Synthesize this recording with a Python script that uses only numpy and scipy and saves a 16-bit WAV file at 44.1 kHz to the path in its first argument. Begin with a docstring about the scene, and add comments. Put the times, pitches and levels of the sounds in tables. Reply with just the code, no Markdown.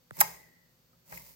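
"""Two flicks of a trackball

Close by on a desk in a small room, a finger flicks the ball twice. Each stroke hisses and drags the ball
over its bearings. The first opens with a small pop; then the ball drops back into its cup with a sharp
double clack and spins down with a thin whirr. The second only knocks softly. Faint air and hum lie below."""
import sys
import numpy as np
from scipy import signal
from scipy.fft import rfft, irfft
from scipy.io import wavfile

SR = 44100
rng = np.random.default_rng(int(sys.argv[2]) if len(sys.argv) > 2 else 0)


def output_pcm(signal):
    """Save a mono or channel-first signal as 16-bit PCM at the path in sys.argv[1].

    Samples are clipped to [-1, 1] before scaling.
    """
    pcm = np.clip(np.atleast_2d(signal).T, -1, 1) * 32767
    wavfile.write(sys.argv[1], SR, np.round(pcm).astype(np.int16))


N = 59535
TIME = np.arange(N) / SR
FREQS = np.fft.rfftfreq(N, 1 / SR)

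# ball hitting its bearings: t/s, crack/dB, shell/dB, shell centre/Hz, shell spread/octaves, desk/dB
CONTACTS = [(0.1682, -40, -53.5, 1900, 1.0, -70), (0.1887, -36.5, -43, 1900, 1.0, -69),
            (0.2042, -10.5, -25, 1900, .8, -72.5), (.2070, -11.5, -27.5, 1613, 0.67, -72.5),
            (0.2107, -9.5, -46, 1900, 1.0, -69.5), (0.2117, -11, -11.5, 1160, 1.19, -52.5),
            (0.93, -75, -51.5, 1240, .15, -85), (1.1234, -47, -35, 1550, 1.43, -53.5),
            (1.1738, -44, -24, 2258, 0.11, -76)]


def knocks(rise_s=.00025, left_lag_s=.00026):
    """Each contact cracks brightly and rings bearings and shell; the sound reaches the right side first."""
    # spectrum of the hard contact: f/Hz, level/dB
    crack_colour = [(60, -45.5), (300, -25), (1000, -21), (2200, -11.5), (3100, -24), (4600, -15.5),
                    (5600, -14), (7000, -9.5), (8500, -7.5), (10000, -12), (11500, -6), (13300, -2),
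                    (15500, -3), (16500, -14.5)]
    # hard ring of ball and bearings: f/Hz, level/dB, t60/s
    bearing_modes = [(3860, -38, 0.08), (5266, -28.5, .05), (7190, -23.5, .025), (11500, -17.5, 0.049),
                     (12650, -23.5, 0.0453), (13090, -17.5, 0.023), (15470, -19, 0.058)]
    # plastic shell: f/Hz, level/dB, t60/s
    shell_modes = [(380, -28.5, 0.13), (573, -22, 0.094), (713, -16.5, 0.037), (803, -4.5, 0.03),
                   (853.7, -0.5, 0.036), (947, -10, 0.058), (1060, -11.5, 0.053), (1270, -9.5, .045),
                   (1628, -7.5, .05), (1920, -5.5, 0.034), (2086, -6, .025), (2455, -8, 0.019)]
    # the trackball's place in the stereo image: f/Hz, left minus right/dB
    balance = [(100, -1), (400, 3), (800, 0), (1300, 3), (2200, 10), (4400, -3), (8000, -1), (11500, -1.5),
               (14000, -6.5), (16000, -5)]
    out = np.zeros((2, N))
    for start, crack_db, shell_db, centre_hz, spread, _ in CONTACTS:
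        t = since(start)
        burst = np.minimum(t / rise_s, 1) * (fade(t, t60=.014) + amp(-19) * fade(t, t60=.06))
        out += amp(crack_db) * burst * narrow(noise(crack_colour), correlation=.49)
        for hz, db, t60 in bearing_modes:
            out += amp(crack_db + db) * ring(t, hz, t60, rise_s)
        for hz, db, t60 in shell_modes:
            share = np.exp(-.5 * (np.log2(hz / centre_hz) / spread) ** 2)
            out += amp(shell_db + db) * share * ring(t, hz, t60, rise_s=1.6 / hz)
    lag = np.exp(-2j * np.pi * FREQS * np.array([[left_lag_s], [0]]))
    return irfft(rfft(out) * pan(read(balance, FREQS)) * lag, N)


def strokes(grain_db=2):
    """Skin slides on the ball and drags it round: grainy hiss over a low rumble."""
    # finger strokes, one envelope each: t/s, hiss/dB, rumble/dB
    envelopes = [
        [(.12, -67, -75), (.16, -54.5, -62), (.18, -53, -51), (.203, -36, -47.5), (.215, -79, -76)],
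        [(1.05, -70, -77.5), (1.10, -54.5, -59.5), (1.128, -48.5, -47), (1.16, -47, -57), (1.205, -52.5, -60),
         (1.24, -55.5, -68), (1.295, -53, -65), (1.35, -63, -78.5)],
    ]
    # skin sliding on the ball: f/Hz, level/dB
    hiss_colour = [(100, -35), (500, -21), (1500, -13.5), (2300, -5.5), (3400, -10.5), (4800, -2),
                   (7500, -2.5), (10000, -5.5), (12500, 0), (14200, 4), (15500, 2), (16500, -5)]
    # ball dragged in its cup: f/Hz, level/dB
    rumble_colour = [(25, -26.5), (60, -9.5), (120, -4.5), (168, 11), (260, -7), (370, -0.5), (440, -12.5),
                     (550, 5.5), (640, -2), (740, -8.5), (950, 5), (1150, -8.5), (1450, -17), (2100, -2.5),
                     (3200, -20.5), (8000, -38.5)]
    out = np.zeros((2, N))
    for envelope in envelopes:
        times, hiss_db, rumble_db = np.transpose(envelope)
        grain = unit(amp(grain_db * wander(rate_hz=350)))
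        hiss = level(times, hiss_db) * noise(hiss_colour)
        rumble = level(times, rumble_db) * noise(rumble_colour)
        out += grain * (hiss + rumble)
    return out * pan(db=-1.5)


def spin(width_hz=160):
    """The coasting ball excites one resonance of its bearings, which sinks as it slows."""
    # free spin: t/s, level/dB, resonance/Hz
    coast = [(.13, -69, 2000), (.25, -74, 2010), (.40, -62, 1980), (.56, -68.5, 1945), (.65, -75, 1920),
             (0.779, -90.5, 1890)]
    times, db, hz = np.transpose(coast)
    carrier = np.exp(1j * phase(np.interp(TIME, times, hz)))
    pole = np.exp(-np.pi * width_hz / SR)
    # shift down, low-pass, shift back: a noise band that follows the pitch
    band = signal.lfilter([1], [1, -2 * pole, pole ** 2], rng.standard_normal((2, N)) / carrier)
    whirr = unit((band * carrier).real)
    return whirr * level(times, db) * pan(db=1.5)


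def pop(start_s=.1087, drop_hz=5870, end_hz=111, fall_s=.00105, peak_s=.0012, tail_s=.031):
    """A small wide pop with a crisp edge, whose pitch drops at once into a low blip."""
    # tone of the pop: f/Hz, gain/dB
    pop_colour = [(120, 1.5), (300, -2.5), (580, 0.5), (880, -7.5), (1200, 4.5), (1800, 4.5), (2700, -13),
                  (4000, -5), (8000, -1.5), (15000, -10)]
    t = since(start_s)
    hz = end_hz + drop_hz / (1 + t / fall_s) ** 2
    chirp = np.sin(phase(hz * (t > 0)) + np.array([[0], [1.94]]))  # the phase offset widens it
    head = amp(-35.5) * t / peak_s * np.exp(1 - t / peak_s)
    tail = amp(-47) * np.sin(np.pi * np.minimum(t / tail_s, 1)) ** 1.2
    edge = amp(-41) * (t > 0) * fade(t, t60=.0048) * rng.standard_normal((2, N))
    return colour((head + tail) * chirp + edge, pop_colour) * pan(db=-2)


def desk():
    """The knocks set the desk top booming faintly."""
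    # desk top: f/Hz, level/dB, t60/s
    desk_modes = [(62.7, -8, 0.93), (131, -4, 0.66), (169.5, 1, 0.62)]
    boom = np.zeros(N)
    for start, *_, desk_db in CONTACTS:
        for hz, db, t60 in desk_modes:
            boom += amp(desk_db + db) * ring(since(start), hz, t60, rise_s=.004)
    return boom * pan(db=-2)


def room(x, predelay_s=.004):
    """Early reflections off the desk, then a tail that dies band by band."""
    # reverb decay: f/Hz, t60/s
    decay_times = [(150, 1.5), (800, 0.35), (2000, 0.49), (6000, 0.51), (15000, 0.46)]
    # reverb tone: f/Hz, gain/dB
    reverb_colour = [(100, -12), (380, -4), (600, -5.5), (780, -11), (930, -3.5), (1200, -9.5),
                     (1500, -14.5), (2200, -9.5), (5000, -8.5), (9000, -14.5), (15000, -17)]
    hz, t, bands = signal.stft(rng.choice([-1., 1.], (2, N)), SR, nperseg=256)
    early = amp(.5) * fade(t, t60=.08)
    late = fade(t, read(decay_times, hz)[:, None])
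    response = signal.istft(bands * (early + late), SR, nperseg=256)[1][:, :N]
    response = colour(response / np.linalg.norm(response[0]), reverb_colour) * (TIME > predelay_s)
    return signal.fftconvolve(x, response[:, :N // 2], axes=1)[:, :N]


def room_tone(air_db=-67.5, waver_hz=7):
    """Still room air with a wavering hum and electrical whine."""
    # quiet room: f/Hz, level/dB
    air_colour = [(15, -21.5), (35, -11.5), (58, 0), (85, -8), (120, -2), (170, -0.5), (205, -9),
                  (245, -1.5), (305, -14), (370, -7), (435, -18), (505, -4.5), (660, -16.5), (1100, -15.5),
                  (1500, -17), (3000, -19), (4600, -17), (7000, -19.5), (10500, -28), (12800, -16.5),
                  (15800, -18.5)]
    # how alike the air is on both sides: f/Hz, correlation
    air_correlation = [(50, 0.47), (200, 0.97), (600, .3), (2000, 0.043), (15000, .05)]
    # hum and whine: f/Hz, rms level/dB
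    tones = [(119, -81.5), (164, -78), (4500, -86.5), (13491, -86.5)]
    air = irfft(narrow(rfft(noise(air_colour)), read(air_correlation, FREQS)), N)
    hum = np.zeros(N)
    for hz, db in tones:
        hum += amp(db) * np.sqrt(2) * np.sin(phase(hz + waver_hz * wander(rate_hz=21)))
    return amp(air_db) * air + hum


def amp(db):
    """Decibels to gain."""
    return 10 ** (np.asarray(db) / 20)


def unit(x):
    """Scales to rms 1."""
    return x / np.sqrt(np.mean(x ** 2) + 1e-20)


def read(points, hz):
    """Reads a table on a log-frequency axis."""
    f, value = np.transpose(points)
    return np.interp(np.log(hz + 1), np.log(f + 1), value)


def colour(x, points):
    """Applies an EQ curve in dB."""
    return irfft(rfft(x) * amp(read(points, FREQS)), N)


def noise(points):
    """Two unrelated channels of coloured noise at rms 1."""
    return unit(colour(rng.standard_normal((2, N)), points))


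def narrow(pair, correlation):
    """Narrows two unrelated channels by blending the left into the right."""
    left, other = pair
    return np.array([left, correlation * left + np.sqrt(1 - correlation ** 2) * other])


def wander(rate_hz):
    """Smooth random drift of rms 1."""
    return unit(irfft(rfft(rng.standard_normal(N)) * np.exp(-(FREQS / rate_hz) ** 2), N))


def pan(db):
    """Left and right gains for a level difference; positive leans left."""
    return amp(np.array([[.5], [-.5]]) * db)


def level(times, db):
    """Gain along an envelope, silent outside it."""
    return amp(np.interp(TIME, times, db, left=-200, right=-200))


def since(start):
    """Seconds since start, zero before."""
    return np.maximum(TIME - start, 0)


def fade(t, t60):
    """Exponential decay, 60 dB down after t60 seconds."""
    return np.exp(-np.log(1000) * t / t60)


def phase(hz):
    """Running phase of a moving pitch, in radians."""
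    return 2 * np.pi * np.cumsum(hz) / SR


def ring(t, hz, t60, rise_s):
    """One mode that builds up and dies away."""
    return np.sin(2 * np.pi * hz * t) * (1 - np.exp(-(t / rise_s) ** 1.7)) * fade(t, t60)


def scene():
    """The trackball and its reverb, with desk boom, pop and room tone mixed in dry."""
    ball = knocks() + strokes() + spin()
    return ball + room(ball) + desk() + pop() + room_tone()


def record(dry):
    """Clips at full scale and cuts the very top of the treble."""
    lowpass = signal.firwin(255, cutoff=16450, window=("kaiser", 7), fs=SR)
    return signal.oaconvolve(np.clip(dry, -1, 1), lowpass[None], "same")


dry = scene()
out = record(dry)
output_pcm(out)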